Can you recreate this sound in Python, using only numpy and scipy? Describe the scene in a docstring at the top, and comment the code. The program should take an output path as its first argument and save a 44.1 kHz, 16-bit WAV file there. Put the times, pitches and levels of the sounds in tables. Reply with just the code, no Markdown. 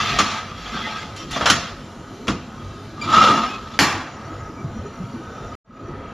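"""Tray into a deck oven

A steel tray scrapes and clanks onto an oven rack: contact clicks and impacts drive sheet-metal resonances.
The oven door creaks up by stick-slip in its hinge and slams; a few soft far thumps follow.
Filtered noise and narrow resonances make the rumble, hum and air of a hard-walled kitchen.
Near the end the sound drops out and fades back in; only the treble is slightly wide."""
import sys
import numpy as np
from scipy import signal
from scipy.fft import rfft, irfft
from scipy.io import wavfile
from scipy.ndimage import uniform_filter1d

SR = 44100
rng = np.random.default_rng(int(sys.argv[2]) if len(sys.argv) > 2 else 0)


def makeup_ratio(level_db):
    """Linear amplitude ratio for a level in decibels (20 dB per factor of ten)."""
    decades = np.asarray(level_db, float) / 20
    return 10 ** decades


def persist_wave(psi):
    """Save psi, clipped to +-1, as 16-bit WAV."""
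    counts = np.round(np.clip(psi, -1, 1) * 32767).astype(np.int16)
    wavfile.write(sys.argv[1], SR, np.atleast_2d(counts).T)


N = 270333
T = np.arange(N) / SR   # time in seconds
HZ = np.maximum(np.arange(N // 2 + 1) * SR / N, 1)   # frequency of each spectral bin

# Modes of the sheet-steel tray. Each row: frequency in Hz, bandwidth in Hz, relative level in dB.
TRAY_MODES = [(702, 28, 11.5), (867, 34, 11), (1190, 36, 16), (1650, 71, -6.5), (2790, 41, -15.5),
              (3140, 30, -15.5), (4150, 72, -23), (4330, 32, -25), (5590, 170, -7), (6670, 80, -1),
              (6700, 8.2, -15.5)]


def rms_one(x):
    """Normalization: scales a signal to unit rms."""
    return x / np.sqrt(np.mean(x ** 2) + 1e-20)


def at_hz(points, hz):
    """Linear interpolation of a curve on a logarithmic frequency axis."""
    curve_hz, value = np.array(points).T[:2]
    return np.interp(np.log(hz), np.log(curve_hz), value)


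def coloured(x, spectrum):
    """Spectral shaping: weights the bins of a white signal, with nothing outside the curve; rms 1."""
    inside = (HZ > spectrum[0][0]) & (HZ < spectrum[-1][0])
    return rms_one(irfft(rfft(x) * makeup_ratio(at_hz(spectrum, HZ)) * inside, N))


def band(x, low_hz, high_hz):
    """Band-pass filtering by a Butterworth filter."""
    sos = signal.butter(2, [low_hz, min(high_hz, SR / 2.2)], "band", fs=SR, output="sos")
    return signal.sosfilt(sos, x)


def resonance(x, hz, width_hz):
    """Damped oscillator: a two-pole resonance with about unit gain at its peak."""
    r = np.exp(-np.pi * width_hz / SR)
    poles = [1, -2 * r * np.cos(2 * np.pi * hz / SR), r * r]
    return signal.lfilter([(1 - r * r) / 2, 0, (r * r - 1) / 2], poles, x)


def sharp_resonance(x, hz, width_hz):
    """Cascaded oscillators: two equal resonances in series give steeper skirts; rms 1."""
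    return rms_one(resonance(resonance(x, hz, width_hz), hz, width_hz))


def dying(clicks, t60):
    """Exponential decay: each click starts an envelope that falls 60 dB in t60 seconds."""
    return signal.lfilter([1], [1, -makeup_ratio(-60 / (t60 * SR))], clicks + 1e-18)


def impulses(seconds, sizes):
    """Impulse train: one sample of the given size at each time."""
    out = np.zeros(N)
    out[np.round(np.array(seconds) * SR).astype(int)] = sizes
    return out


def drift(rate):
    """Low-pass random process: noise through two poles at rate Hz; rms 1."""
    r = np.exp(-80 * np.pi * rate / SR)   # computed at every 40th sample
    noise = rng.standard_normal(N // 40 + 2002)
    slow = signal.lfilter([1], [1, -2 * r, r * r], noise)[2000:]
    return np.interp(np.arange(N) / 40, np.arange(len(slow)), rms_one(slow))


def grit(per_s, spread_db):
    """Poisson-like contact: random clicks of uneven size and sign; rms 1."""
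    sizes = makeup_ratio(spread_db * np.minimum(rng.exponential(1, N), 4)) * rng.choice([-1, 1], N)
    return rms_one(sizes * (rng.random(N) < per_s / SR))


def body(excitation, modes, shift_db):
    """Modal superposition: parallel resonances whose levels wander independently; rms 1."""
    out = np.zeros(N)
    for k, (hz, width_hz, db) in enumerate(modes):
        level_db = db + shift_db * drift(9.0).clip(-3, 1.5)
        out += (-1) ** k * makeup_ratio(level_db) * resonance(excitation, hz, width_hz)
    return rms_one(out)


def streaked(x, width_share, shift_db, rate):
    """High modal density: 44 close resonances, each swelling and fading on its own."""
    pitches = np.geomspace(450, 12500, 44) * rng.uniform(.97, 1.03, 44)
    return sum(makeup_ratio(shift_db * drift(rate).clip(-3, 1.5)) * resonance(x, hz, width_share * hz)
               for hz in pitches)


def oven_ring(contact, width_hz, even_share):
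    """Mode locking: under friction the oven's strongest resonance wavers less than noise would; rms 1."""
    ring = sharp_resonance(contact, 1268, width_hz)
    power = uniform_filter1d(ring ** 2, size=300).clip(0)
    return rms_one(ring / (power + .05) ** (even_share / 2))


def blows(rows, modes, colour, ring_db, crack_db, rattle_db, rattle_t60, thud_hz, thud_t60):
    """Impact response: a crack, a dense rattle, a low thud and a reverberant tail decaying by band."""
    # Room reverberation. Each row: frequency in Hz, 60 dB decay time in seconds.
    room_t60 = [(100, 0.99), (500, 0.73), (2000, 0.62), (6000, 0.5), (9000, 0.31)]
    fill_t60 = .03   # s; the room takes some ms to fill
    s, click_db, thud_db, tilt, room_db = np.transpose(rows)
    white = rng.standard_normal(N)
    dense = coloured(white, colour)
    streaks = streaked(dense, width_share=.015, shift_db=3.5, rate=12)
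    dense = dense + makeup_ratio(2.5) * streaks + makeup_ratio(ring_db) * body(white, modes, shift_db=4.0)
    dense = dense * makeup_ratio(0.89 * drift(61))   # loose parts rattle unevenly

    out = np.zeros(N)
    edges = 400 * 2 ** np.arange(0, 5.6, .75)   # Hz, three-quarter octaves
    for k, (low_hz, high_hz) in enumerate(zip(edges, edges[1:])):
        sizes = makeup_ratio(click_db + tilt * np.log2(low_hz / 1500))
        clicks, wet = impulses(s, sizes), impulses(s, sizes * makeup_ratio(room_db))
        tail = dying(wet, at_hz(room_t60, low_hz)) - dying(wet, fill_t60)
        direct = makeup_ratio(crack_db) * dying(clicks, 0.011) + makeup_ratio(rattle_db) * dying(clicks, rattle_t60)
        out += (-1) ** k * band(dense, low_hz, high_hz) * (direct + tail)

    knocks = impulses(s, makeup_ratio(thud_db))
    swell = dying(knocks, thud_t60) - dying(knocks, 0.042)
    noise = rng.standard_normal(N)
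    upper = band(noise, thud_hz / 1.28, thud_hz * 2.09)
    lower = band(noise[::-1], 55, thud_hz / 1.48)   # reversed noise is unrelated to the upper band
    return out + swell * rms_one(upper + makeup_ratio(-4.0) * lower)


def tones(rows, overtone_db):
    """Regular stick-slip: brief wavering, fluttering tones with harmonics and a faint tail."""
    out = np.zeros(N)
    waver, flutter = 1 + 0.006 * drift(40), makeup_ratio(3.3 * drift(98))
    for s, length, hz, db in rows:
        phase = 2 * np.pi * hz * np.cumsum(waver) / SR
        done = np.clip((T - s) / length, 0, 1)
        tail = makeup_ratio(-5.5) * done * np.exp(-(T - s).clip(0) / 0.045)
        harmonics = sum(makeup_ratio(overtone_db * k) * np.sin((k + 1) * phase) for k in range(5))
        out += makeup_ratio(db) * (np.sin(np.pi * done) + tail) * harmonics
    return out * flutter


def staged(levels_db):
    """Piecewise-constant level: oven open, oven shut, after the dropout; blended over 0.2 s."""
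    # Times in seconds at which the second and third stage begin.
    stage_starts = [3.79, 5.6]
    levels = np.array(levels_db, float)[np.searchsorted(stage_starts, T)]
    return uniform_filter1d(levels, size=SR // 5)


def kitchen():
    """Broadband and tonal noise: machine rumble with wandering hums, patchy ventilation air, whines."""
    # Rumble and air spectra. Each row: frequency in Hz, relative density in dB per Hz.
    rumble_colour = [(13, -20.5), (22, -15.5), (87, 2), (225, 2), (264, 2), (356, -18.5), (411, -25),
                     (500, -75), (650, -37), (1100, -120)]
    air_colour = [(300, 2), (420, -1.5), (600, -4), (950, -6.5), (1280, -6.5), (1600, -10.5), (2400, -16.5),
                  (4000, -18.5), (5300, -22.5), (7000, -25.5), (8500, -27), (11000, -25), (13100, -32)]
    # Machine hums. Each row: frequency in Hz, bandwidth in Hz, relative level in dB.
    hum_modes = [(49, 13, -2.5), (97.4, 10.4, 4), (140, 10.6, -2), (217.6, 15.2, -0.5), (260.4, 16, -5),
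                 (325.8, 38, -8.5), (410.6, 18.4, -8)]
    # Whines. Each row: frequency in Hz, bandwidth of each pass in Hz, level against the air in dB
    # before the stage offset.
    whine_modes = [(674.3, 22, -13.5), (1262.6, 80, -4.5), (5835, 92, -20), (6800, 60, -25.5),
                   (6860, 54, -36.5)]
    # Swells of the rumble. Each row: centre in seconds, rise in dB.
    swells = [(.12, 6.5), (3.2, 7), (3.95, 5), (4.63, 3), (5.87, 2.5)]
    # Offsets in dB of the whines above and below 3 kHz, one for each stage.
    high_offsets = [-6, 0, -7]
    low_offsets = [.5, .5, 2.5]

    white = rng.standard_normal((3, N))
    rumble_db = staged([-34, -34.5, -34.5])
    rumble_db = rumble_db + sum(db * np.exp(-((T - s) / 0.12) ** 2) for s, db in swells)
    hums = body(white[2], hum_modes, shift_db=6.5)
    rumble = rms_one(coloured(white[0], rumble_colour) + makeup_ratio(4.0) * hums) * makeup_ratio(rumble_db)

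    air_db = staged([-40, -39, -37.5]) + 1.3 * drift(1.0)
    hiss_db = staged([2.5, -4, -9]) + .8 * drift(1.5)   # treble of the air against its lower part
    air = coloured(white[1], air_colour)
    air = rms_one(air + makeup_ratio(-1.0) * streaked(air, width_share=0.022, shift_db=6.5, rate=3.2))
    low = signal.filtfilt(*signal.butter(2, 3000, fs=SR), air)

    low_db, high_db = staged(low_offsets), staged(high_offsets)
    whines = np.zeros(N)
    for hz, width_hz, db in whine_modes:
        stage_db, spread_db = (high_db, 3.2) if hz > 3000 else (low_db, 1.3)
        level_db = db + stage_db + spread_db * drift(7.5)
        whines += makeup_ratio(level_db) * sharp_resonance(white[2], hz, width_hz)
    return rumble + makeup_ratio(air_db) * (low + makeup_ratio(hiss_db) * (air - low) + whines)


def slide():
    """Sliding friction: dense grit under the tray drives its resonances and a broad rasp."""
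    # Rasp spectrum. Each row: frequency in Hz, relative density in dB per Hz.
    rasp_colour = [(120, -15.5), (250, -9.5), (600, -15), (1000, -8.5), (1270, -3), (1600, -3.5),
                   (2400, -6.5), (3400, -4.5), (5500, -15), (7200, -22), (13100, -28)]
    # Pushes of the tray over steel. Each row: time of full speed in seconds, run-up in seconds,
    # time held in seconds, level in dB, treble against that level in dB.
    pushes = [(0.0, .05, .36, -20, -3.5), (.78, 0.3, 0.25, -28, -6.5), (1.17, 0.016, 0.058, -46.5, 5),
              (1.33, 0.033, 0.36, -33.5, 3)]
    contact = grit(per_s=7000, spread_db=2.1) * makeup_ratio(1.15 * drift(30))
    rasp = coloured(contact, rasp_colour)
    streaks = streaked(rasp, width_share=0.0099, shift_db=7.0, rate=11)
    rasp = rasp + makeup_ratio(1) * streaks + makeup_ratio(-1.5) * body(contact, TRAY_MODES, shift_db=6.5)
    rasp = rasp + makeup_ratio(-3.0) * oven_ring(contact, width_hz=82, even_share=.4)
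    low = signal.filtfilt(*signal.butter(1, 2500, fs=SR), rasp)
    low, high = rms_one(low), rms_one(rasp - low)

    out = np.zeros(N)
    run_up_db, sag_db_per_s, stop_db_per_s = 15, 21, 118.5   # a push swells, slows down, then stops
    for s, run_up, held, db, treble_db in pushes:
        lost_db = run_up_db * (s - T).clip(0) / run_up
        lost_db = lost_db + sag_db_per_s * (T - s).clip(0) + stop_db_per_s * (T - s - held).clip(0)
        out += makeup_ratio(db - lost_db) * (low + makeup_ratio(treble_db) * high)
    return out


def tray_knocks():
    """Impact excitation of plate modes: the tray clanks against steel."""
    # Each row: time in seconds, click level in dB, thud level in dB, spectral tilt in dB per octave
    # about 1500 Hz, room against click in dB.
    knocks = [(0.188, -4, -16.5, 4.5, -17.5), (0.313, -29, -73, 4, -7.5), (0.742, -34, -27, 3.5, -13),
              (1.163, -33, -53, 8.7, -18), (1.31, -27, -29.5, 10, -22), (1.361, -20, -31, -2.5, -17),
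              (1.41, -18, -24, 0, -13.5), (1.457, -8.5, -37, 4.5, -11.5), (1.5, -3, -13.5, 8, -28),
              (2.271, -28, -22.5, 4.5, -20), (2.281, -13.5, -16, 3.5, -21)]
    # Knock spectrum. Each row: frequency in Hz, relative density in dB per Hz.
    knock_colour = [(400, 1), (800, 0), (1250, 5), (2000, -6), (3300, -9), (5000, -16.5), (7000, -25),
                    (11000, -27.5), (13100, -41.5), (15500, -40)]
    return blows(knocks, TRAY_MODES, knock_colour, ring_db=-8.0, crack_db=-30.0,
                 rattle_db=-9.5, rattle_t60=0.11, thud_hz=145, thud_t60=0.33)


def singing_modes():
    """Friction-excited modes: single modes of tray and hinge sing out almost as pure tones."""
    # Each row: start in seconds, length in seconds, pitch in Hz, level in dB.
    songs = [(0.73, 0.056, 1555, -30.5), (0.738, 0.047, 1180, -29), (.745, 0.15, 3340, -34.5),
             (0.748, 0.021, 4330, -37), (0.813, 0.077, 2040, -30.5), (.86, 0.18, 3380, -42),
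             (0.91, 0.12, 1600, -39), (1.163, 0.091, 3090, -40), (1.168, 0.086, 5590, -42.5),
             (1.176, 0.076, 2670, -46), (2.313, 0.048, 2500, -39), (2.976, 0.015, 1190, -26.5),
             (3.116, 0.035, 7100, -35), (3.15, 0.021, 2790, -21.5), (3.165, 0.017, 5700, -34.5),
             (3.185, 0.021, 2790, -19.5), (3.2, 0.017, 5540, -32), (3.247, 0.056, 2850, -28),
             (3.45, 0.054, 2880, -34), (3.485, 0.094, 2550, -29.5), (3.728, 0.027, 3500, -40),
             (4.571, 0.052, 2300, -42.5)]
    return tones(songs, overtone_db=-29.5)


def hinge():
    """Irregular stick-slip: hinge slips groan in one strong mode, rub broadly and shake the door panel."""
    # Door swinging up. Each row: time in seconds, friction level in dB.
    swing = [(2.95, -61), (3.04, -35.5), (3.12, -24), (3.146, -20), (3.19, -14.5), (3.3, -14),
             (3.42, -22.5), (3.55, -34), (3.63, -40.5), (3.67, -38.5), (3.78, -39.5)]
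    # Rub spectrum. Each row: frequency in Hz, relative density in dB per Hz.
    rub_colour = [(400, -5.5), (800, 1), (1250, 8), (1700, -2.5), (2800, -7), (4500, -12), (7000, -19.5),
                  (10000, -23.5), (13100, -28.5)]
    # Hinge modes. Each row: frequency in Hz, bandwidth in Hz, relative level in dB.
    hinge_modes = [(503, 28, -10), (1257, 100, -1), (1840, 33, -24), (2790, 79, -34), (3380, 720, -16),
                   (4300, 127, -32), (5410, 220, -23.5), (6470, 35, -37)]
    # Sudden slips. Each row: time in seconds, surge in dB before its swell is shaped.
    jerks = [(3.134, 13), (3.163, 6.5), (3.212, 11), (3.243, 6), (3.27, 2.5), (3.325, 3), (3.435, 13)]
    # Shudders of the door panel. Each row: time in seconds, level in dB before the swell is shaped.
    shudders = [(3.029, -34), (3.17, -13.5), (3.279, -10)]

    swing_s, swing_db = np.transpose(swing)
    friction_db = np.interp(T, swing_s, swing_db, left=-120, right=-120)
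    moving = friction_db > -100
    groan_db = -18.5 + 1.06 * (friction_db + 23.5)   # level at -23.5 dB of friction; dB per dB
    boom_db = -29.5 + 0.71 * (friction_db + 23.5)
    shudder_s, shudder_db = np.transpose(shudders)
    shoves = impulses(shudder_s, makeup_ratio(shudder_db))
    shudder = dying(shoves, 0.39) - dying(shoves, 0.031)
    jerk_s, jerk_db = np.transpose(jerks)
    surges = impulses(jerk_s, jerk_db)
    jerk = makeup_ratio(dying(surges, 0.12) - dying(surges, .012))   # swells within ms and sinks back

    slips = grit(per_s=3000, spread_db=0.5)
    groan = jerk * oven_ring(slips, width_hz=117, even_share=.6)
    rub = coloured(slips, rub_colour)
    streaks = streaked(rub, width_share=0.0092, shift_db=6.0, rate=22)
    rub = rms_one(rub + makeup_ratio(2.0) * streaks + makeup_ratio(-5) * body(slips, hinge_modes, shift_db=6.5))
    squeal = sum(makeup_ratio(db + 2.5 * drift(12)) * sharp_resonance(slips, hz, 71)
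                 for hz, db in [(2790, -21), (3450, -22.5)])
    rub = rub + squeal * (groan_db > -24)   # squeals only while the groan is strong
    rub = makeup_ratio(friction_db + 4.5 + 1.1 * drift(35)) * jerk ** 0.34 * rub
    boom = rms_one(resonance(slips, 235, 35) + makeup_ratio(-10.5) * band(slips, 120, 380))
    return makeup_ratio(groan_db) * groan + rub + (makeup_ratio(boom_db) * moving + shudder) * boom


def hinge_squeak():
    """Harmonic stick-slip: the hinge breaks loose with a squeak rich in overtones."""
    # Each row: start in seconds, length in seconds, pitch in Hz, level in dB.
    squeak = [(3.011, 0.021, 2370, -25)]
    return tones(squeak, overtone_db=-6.5)


def door_slam():
    """Impact excitation of a damped panel: the oven door slams shut."""
    # Each row: time in seconds, click level in dB, thud level in dB, spectral tilt in dB per octave
    # about 1500 Hz, room against click in dB.
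    slam = [(3.79, -3.5, -12.5, 2.5, -8.5)]
    # Door modes. Each row: frequency in Hz, bandwidth in Hz, relative level in dB.
    door_modes = [(874, 28, 22.5), (1093, 41, 13), (1167, 28, 14), (2170, 150, 17), (2500, 21, -25.5),
                  (3050, 32, -13.5), (3380, 84, -2.5), (4400, 150, 20.5), (5300, 28, -8), (6000, 150, -3),
                  (7070, 37, -1.5)]
    # Slam spectrum. Each row: frequency in Hz, relative density in dB per Hz.
    slam_colour = [(400, -7), (800, 6), (1250, 6), (2000, 0), (3300, -5.5), (5000, -11), (7000, -14.5),
                   (9000, -16), (12000, -11), (13100, -28.5), (15500, -30.5)]
    return blows(slam, door_modes, slam_colour, ring_db=-12, crack_db=-2,
                 rattle_db=-17.0, rattle_t60=0.017, thud_hz=175.5, thud_t60=0.47)


def thumps():
    """Damped free oscillation: soft far bumps, a few cycles each."""
    # Each row: start in seconds, level in dB before the envelope, pitch in Hz.
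    bumps = [(4.403, -25, 94.5), (4.643, -16, 140), (4.667, -20.5, 132), (4.788, -21, 86.5),
             (4.849, -23.5, 408), (5.001, -17.5, 182), (5.038, -20.5, 119), (5.138, -23, 234),
             (5.276, -28, 96), (5.88, -24, 352.7)]
    out = np.zeros(N)
    for s, db, hz in bumps:
        age = (T - s).clip(0)
        envelope = np.exp(-age / 0.02) * (1 - np.exp(-age / 0.0014))
        out += makeup_ratio(db) * np.sin(2 * np.pi * hz * age) * envelope
    return out


def scene():
    """Linear superposition of all sources, the same in both channels."""
    mono = kitchen() + slide() + tray_knocks() + singing_modes()
    mono = mono + hinge() + hinge_squeak() + door_slam() + thumps()
    return np.array([mono, mono])


def automatic_gain(x):
    """Dynamic compression: loud passages pull the gain down and it creeps back."""
    above_db, share, back_db_per_s = -21.5, 0.25, 4.5
    level_db = 10 * np.log10(uniform_filter1d(x ** 2, size=2000).clip(1e-12))
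    over_db = (level_db - above_db).clip(0) * share
    held_db = np.maximum.accumulate(over_db + back_db_per_s * T) - back_db_per_s * T
    return x * makeup_ratio(-uniform_filter1d(held_db, size=4000, origin=1999))   # eases in over 4000 samples


def band_limit(x):
    """A steep low-pass at the top of the band."""
    return signal.sosfilt(signal.butter(12, 13170, fs=SR, output="sos"), x)


def record(dry):
    """Gain control, a treble step, saturation and a dropout; decorrelation widens the treble throughout."""
    ends = np.minimum(1, np.minimum(T, T[::-1]) / .002)   # 2 ms fades
    step_db = np.interp(HZ, [7400, 7700, 9200], [0, -14, -11.5])
    mid = irfft(rfft(automatic_gain(dry[0]) * ends) * makeup_ratio(step_db), N)
    mid = 1.147 * np.tanh(mid / 1.373)   # rounds the peaks

    dropout_s, return_s, fade_s = 5.553, 5.645, 0.26
    mid = mid * np.where(T < dropout_s, 1, ((T - return_s) / fade_s).clip(0, 1))

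    smear = rms_one(rng.standard_normal(6000) * np.exp(-np.arange(6000) / 2500)) / 77   # about unit energy
    treble = signal.sosfilt(signal.cheby2(20, 90, 3830, "high", fs=SR, output="sos"), mid)
    sounding = (T < dropout_s) | (T > return_s)
    side = makeup_ratio(-10) * signal.fftconvolve(treble, smear)[:N] * sounding
    return band_limit(np.array([mid + side, mid - side]))


dry = scene()
out = record(dry)
persist_wave(out)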